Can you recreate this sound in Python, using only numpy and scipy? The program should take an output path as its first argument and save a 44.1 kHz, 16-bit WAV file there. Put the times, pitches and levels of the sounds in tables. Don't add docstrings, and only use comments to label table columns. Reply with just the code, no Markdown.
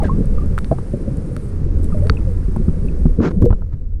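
import sys
import numpy as np
from scipy import signal
from scipy.fft import rfft, irfft, next_fast_len
from scipy.io import wavfile
from scipy.ndimage import uniform_filter1d, map_coordinates

SR = 44100
rng = np.random.default_rng(int(sys.argv[2]) if len(sys.argv) > 2 else 0)


def to_wav(s):
    ch = np.atleast_2d(s).T
    pcm = np.round(np.clip(ch, -1, 1) * 32767)
    wavfile.write(sys.argv[1], SR, pcm.astype(np.int16))


N = 176400


def amp(db):
    return 10 ** (np.asarray(db) / 20)

def unit_rms(x):
    return x / np.sqrt(np.mean(x ** 2) + 1e-20)

def unit_peak(x):
    return x / (np.abs(x).max() + 1e-20)

def envelope(points):
    return amp(np.interp(np.arange(N) / SR, *np.transpose(points)))

def add(track, start_s, x):
    i = max(0, round(start_s * SR))
    track[i:i + len(x)] += x[:max(0, N - i)]

def response(spectrum, hz):
    corner_hz, db = np.transpose(spectrum)
    return amp(np.interp(np.log(hz + 1), np.log(corner_hz + 1), db))

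def noise(spectrum):
    size = next_fast_len(N + 8192)
    shaped = rfft(rng.standard_normal(size)) * response(spectrum, np.fft.rfftfreq(size, 1 / SR))
    return unit_rms(irfft(shaped, size)[:N])

def steady(x, span_s):
    power = uniform_filter1d(np.abs(signal.hilbert(x)) ** 2, max(2, int(span_s * SR)))
    return unit_rms(x / np.sqrt(np.abs(power) + 1e-6))

def filtered(x, spectrum, size=2048):
    cepstrum = irfft(np.log(response(spectrum, np.fft.rfftfreq(size, 1 / SR)) + 1e-6))
    cepstrum[1:size // 2] *= 2
    cepstrum[size // 2 + 1:] = 0
    return signal.fftconvolve(x, irfft(np.exp(rfft(cepstrum))))[:len(x)]

def ring(t, hz, t60_s, attack_s, octaves_per_s=0):
    phase = 2 * np.pi * np.cumsum(hz * 2 ** (octaves_per_s * t)) / SR
    return np.sin(phase) * np.exp(-np.log(1000) * t / t60_s) * (1 - np.exp(-t / attack_s))

def burst(t, t60_s, spectrum):
    decaying = rng.standard_normal(len(t)) * np.exp(-np.log(1000) * t / t60_s)
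    return unit_peak(filtered(decaying, spectrum))

def pulse_runs(runs, spectrum, arch_power, pulses_per_s=320, spread_db=1.5):
    out = np.zeros(N)
    pulses = (rng.random(N) < pulses_per_s / SR) * amp(spread_db * rng.standard_normal(N))
    grain = steady(filtered(pulses + 0.14 * rng.standard_normal(N), spectrum), span_s=0.011)
    for start_s, length_s, db in runs:
        progress = np.clip((np.arange(N) / SR - start_s) / length_s, 0, 1)
        out += amp(db) * np.abs(np.sin(np.pi * progress)) ** arch_power * grain
    return out


# time_s, level_db
SURGE_LEVELS = [(0, -16), (.24, -16), (.34, -11.5), (.8, -23.5), (1.1, -23), (1.42, -26.5), (1.75, -14),
                (2.2, -17), (2.95, -16.5), (3.09, -9.5), (3.25, -31), (3.44, -9), (3.7, -24.5), (4, -18)]
# frequency_hz, gain_db
SURGE_SPECTRUM = [(10, 3.5), (32, 6.5), (58, -1.5), (75, -1), (130, -60), (400, -94)]

def surge():
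    return envelope(SURGE_LEVELS) * steady(noise(SURGE_SPECTRUM), span_s=0.11)

# time_s, level_db
DRONE_LEVELS = [(.5, -25), (.9, -35), (1.4, -29), (1.9, -19), (2.6, -23.5), (2.9, -38), (3.5, -24.5),
                (3.66, -30)]
# frequency_hz, gain_db
DRONE_SPECTRUM = [(50, -29.5), (76, -16.5), (87, 9.5), (99, -10.5), (300, -75)]

def hull_drone():
    return envelope(DRONE_LEVELS) * steady(noise(DRONE_SPECTRUM), span_s=0.44)

# time_s, level_db
WASH_LEVELS = [(0, -48), (1.65, -50), (2, -49), (3.04, -50), (3.5, -58.5), (4, -68.5)]
# frequency_hz, gain_db
WASH_SPECTRUM = [(650, 4), (1250, 3.5), (2400, -7), (3200, -13.5), (5000, -11.5), (7000, -15), (12000, -32),
                 (15500, -66)]
# time_s, level_db
FIZZ_LEVELS = [(.48, -63), (.7, -58.5), (1.1, -62.5), (1.45, -59), (1.72, -71), (1.9, -57), (2.5, -64),
               (2.8, -61), (3.35, -68), (3.9, -92.5)]
# frequency_hz, gain_db
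FIZZ_SPECTRUM = [(6000, -19), (8600, -0.5), (9700, -2.5), (11200, -10.5), (15000, -56.5)]

def water_hiss(flutter_db=1.9, flutters_per_s=63):
    wander = map_coordinates(rng.standard_normal(N), [np.arange(N) * flutters_per_s / SR])
    wash = envelope(WASH_LEVELS) * noise(WASH_SPECTRUM)
    fizz = envelope(FIZZ_LEVELS) * unit_rms(amp(flutter_db * wander) * noise(FIZZ_SPECTRUM))
    return wash + fizz

# time_s, level_db
GURGLE_LEVELS = [(0, -21.5), (.85, -30), (1.1, -25), (1.4, -29), (2.05, -24), (2.45, -32.5), (2.8, -25),
                 (3.12, -30), (3.45, -18.5), (3.6, -37.5), (4, -43.5)]
# frequency_hz, gain_db
CHURN_SPECTRUM = [(70, 2.5), (120, -4), (180, 8.5), (270, -5.5), (490, -4.5), (620, -17), (760, -26.5),
                  (1500, -70.5)]
# frequency_hz, gain_db
HOUSING_SPECTRUM = [(380, -0.5), (490, 1.5), (720, -5.5)]

def gurgle(pockets_per_s=130, centre_hz=257.3, t60_cycles=20.9, churn_db=-3.5):
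    churn = steady(noise(CHURN_SPECTRUM), span_s=0.073)
    pockets, t = np.zeros(N), np.arange(SR // 8) / SR
    for when, pitch, strength, bend in rng.random((int(pockets_per_s * N / SR), 4)):
        ratio = np.exp(0.7666 * (2 * pitch - 1))
        hz = centre_hz * ratio
        gain = amp(-1.5 * np.log(strength + 0.0078)) / ratio ** 0.69
        tone = ring(t, hz, t60_cycles / hz, attack_s=0.0025, octaves_per_s=6 * (bend - .5))
        add(pockets, when * N / SR, gain * tone)
    ringing = steady(filtered(pockets, HOUSING_SPECTRUM), span_s=0.25)
    return envelope(GURGLE_LEVELS) * (ringing + amp(churn_db) * churn)

# start_s, pitch_hz, peak_db, t60_s, glide_octaves_per_s
SINGLE_BUBBLES = [(.004, 840, -23.5, 0.084, -3.5), (.043, 1650, -28.5, 0.07, -3),
                  (.03, 664, -18.5, 0.084, -8), (0.094, 1044, -18.5, 0.093, 3.5),
                  (0.382, 1200, -28, 0.037, 1), (0.414, 1142, -35.5, 0.09, 4.5),
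                  (.714, 619, -9.5, 0.057, 7.5), (1.923, 1270, -32, 0.066, -8), (1.945, 619, -26, 0.19, -2),
                  (2.022, 560, -26, 0.23, 4), (2.17, 2660, -33, 0.024, -12), (2.1, 434, -16.5, 0.054, 1.5),
                  (2.27, 538, -25.5, 0.22, -4), (2.885, 2560, -36.5, 0.016, -2),
                  (3.46, 478, -7.5, 0.094, 0.35)]
BUBBLE_ATTACK_S = 0.0014

def bubbles():
    out, t = np.zeros(N), np.arange(SR // 4) / SR
    for start_s, hz, db, t60_s, glide in SINGLE_BUBBLES:
        add(out, start_s, amp(db) * unit_peak(ring(t, hz, t60_s, BUBBLE_ATTACK_S, glide)))
    return out

# start_s, length_s, typical_level_db
BUBBLE_SPRAYS = [(0.012, 0.076, -32), (0.341, 0.1, -48.5), (1.872, .36, -45.5)]

def sprays(bubbles_per_s=260, centre_hz=1554, t60_cycles=36.3):
    out, t = np.zeros(N), np.arange(SR // 4) / SR
    for start_s, length_s, db in BUBBLE_SPRAYS:
        for when, pitch, strength in rng.random((int(bubbles_per_s * length_s), 3)):
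            hz = centre_hz * np.exp(0.72 * (2 * pitch - 1))
            gain = amp(db) * 2 * strength * np.sqrt(centre_hz / hz)
            add(out, start_s + when * length_s, gain * ring(t, hz, t60_cycles / hz, BUBBLE_ATTACK_S))
    return out

# start_s, length_s, level_db
FOAM_RUNS = [(.012, .08, -44.5)]
# frequency_hz, gain_db
FOAM_SPECTRUM = [(900, -12), (1800, 7.5), (6500, -12.5), (9500, -15.5), (15000, -46)]

def foam():
    return pulse_runs(FOAM_RUNS, FOAM_SPECTRUM, arch_power=1)

# start_s, peak_db
GRIT_TICKS = [(0.0348, -34), (.257, -38), (.351, -47), (.459, -40.5), (1.171, -36), (1.833, -37.5),
              (1.844, -28), (2.564, -38.5)]
# frequency_hz, gain_db
TICK_SPECTRUM = [(1500, -22), (7000, -9.5), (9300, 0.5), (15000, -24.5)]
TICK_T60_S = 0.009

def grit():
    out, t = np.zeros(N), np.arange(SR // 20) / SR
    for start_s, db in GRIT_TICKS:
        add(out, start_s, amp(db) * burst(t, TICK_T60_S, TICK_SPECTRUM))
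    return out

# start_s, peak_db, pitch_hz
SOFT_BLOWS = [(0.051, -12, 245), (.182, -6.5, 187.7), (0.204, -7, 192.6), (0.707, -5, 142.5),
              (.720, -8.5, 335), (0.935, -9.5, 236.5), (1.075, -10, 223), (1.179, -10.5, 189),
              (1.364, -19.5, 254), (2.095, -4, 127.8), (2.479, -10.5, 162.5), (2.562, -9, 150),
              (2.595, -7.5, 146), (2.678, -2, 165), (3.052, 1.5, 159.2), (3.185, -3.5, 186),
              (3.2, -4, 229.3), (3.418, -2.5, 196.4), (3.439, -5, 242), (3.5, -2, 91.8),
              (3.732, -12, 104.2)]
# pitch_ratio, level_db
BLOW_MODES = [(.47, -4), (1, -4), (1.45, -8.5), (2.3, -13.5)]

def knocks(attack_s=0.004, t60_cycles=11):
    out, t = np.zeros(N), np.arange(SR // 4) / SR
    rise = 1 - np.exp(-t / attack_s)
    for start_s, db, hz in SOFT_BLOWS:
        body = np.zeros(len(t))
        for k, (ratio, mode_db) in enumerate(BLOW_MODES):
            gain = (-1) ** k * amp(mode_db + rng.normal(0, 2.0))
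            mode_hz = hz * ratio * np.exp(rng.normal(0, 0.038))
            body += gain * ring(t, mode_hz, t60_cycles / hz, attack_s)
        add(out, start_s, amp(db) * unit_peak(body * rise))
    return out

# start_s, peak_db
HOUSING_TAPS = [(.054, -15.5), (0.712, -14.5), (0.723, -19), (0.7848, -19.5), (2.562, -20.5), (2.683, -27),
                (3.060, -27), (3.2015, -11), (3.422, -15.5), (3.5051, -11.5), (3.527, -12), (3.620, -29.5)]
# frequency_hz, gain_db
TAP_SPECTRUM = [(480, 8.5), (750, -2), (1250, -1.5), (2000, -25.5), (3000, -30), (12000, -60)]

def taps(t60_s=0.032):
    out, t = np.zeros(N), np.arange(SR // 10) / SR
    for start_s, db in HOUSING_TAPS:
        add(out, start_s, amp(db) * burst(t, t60_s, TAP_SPECTRUM))
    return out

# start_s, ring_peak_db, hardness_db, crack_peak_db, ping_db
SCRAPER_STRIKES = [(0.5794, -11.5, -32, -34, -4), (0.587, -18, 0, -30.5, -11),
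                   (0.6452, -27, 12, -43.5, -7.5), (1.3652, -22.5, -1, -34, -7),
                   (2.07, -27.5, 2, -38.5, -4), (2.0971, -3.5, -2, -46.5, -0.5)]
# frequency_hz, bandwidth_hz, level_db
STRIKE_MODES = [(1334, 247, 3.5), (2200, 1600, -7.5), (3730, 200, -11.5), (4440, 210, -1.5),
                (5930, 620, -24.5)]

def scraper_clicks():
    out, t = np.zeros(N), np.arange(SR // 20) / SR
    for start_s, ring_db, hardness_db, crack_db, ping_db in SCRAPER_STRIKES:
        body = np.zeros(len(t))
        for k, (hz, bandwidth_hz, mode_db) in enumerate(STRIKE_MODES):
            gain = (-1) ** k * bandwidth_hz * amp(mode_db + hardness_db * (k > 0) + ping_db * (k == 3))
            mode_hz = hz * np.exp(rng.normal(0, 0.008))
            t60_s = np.log(1000) / (np.pi * bandwidth_hz)
            body += gain * ring(t, mode_hz, t60_s, attack_s=0.00025)
        crack = burst(t, TICK_T60_S, TICK_SPECTRUM)
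        add(out, start_s, amp(ring_db) * unit_peak(body) + amp(crack_db) * crack)
    return out

# start_s, length_s, level_db
RUB_STROKES = [(3.2, 0.11, -15.5), (3.3, 0.025, -27.5), (3.71, 0.052, -41)]
# frequency_hz, gain_db
RUB_SPECTRUM = [(80, -14), (240, 11), (750, -10.5), (1400, -12), (3000, -31.5), (6500, -36.5), (8000, -51),
                (15000, -70.5)]

def finger_rubs():
    return pulse_runs(RUB_STROKES, RUB_SPECTRUM, arch_power=1.64)

# centre_s, level_db (before filtering)
CRACKLE_RUNS = [(3.4243, -23), (3.4563, -24)]
# frequency_hz, gain_db
CRACKLE_SPECTRUM = [(5000, 6), (15000, -0.5)]

def crackles(gap_s=0.00535, falloff_db=6.5):
    out = np.zeros(N)
    for centre_s, db in CRACKLE_RUNS:
        for k in range(-2, 3):
            add(out, centre_s + k * gap_s, amp([db - falloff_db * k * k]))
    return filtered(out, CRACKLE_SPECTRUM)


def scene():
    grains = finger_rubs() + foam()
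    water = surge() + hull_drone() + water_hiss() + gurgle()
    transients = knocks() + taps() + bubbles() + sprays() + scraper_clicks() + grit() + crackles()
    return (grains + water + transients)[None]

def record(dry, cutoff_hz=15800):
    rounded = dry / (1 + np.abs(dry) ** 8) ** (1 / 8)
    size = next_fast_len(N + 8192)
    passband = np.fft.rfftfreq(size, 1 / SR) < cutoff_hz
    return irfft(rfft(rounded, size) * passband, size)[..., :N]


dry = scene()
out = record(dry)
to_wav(out)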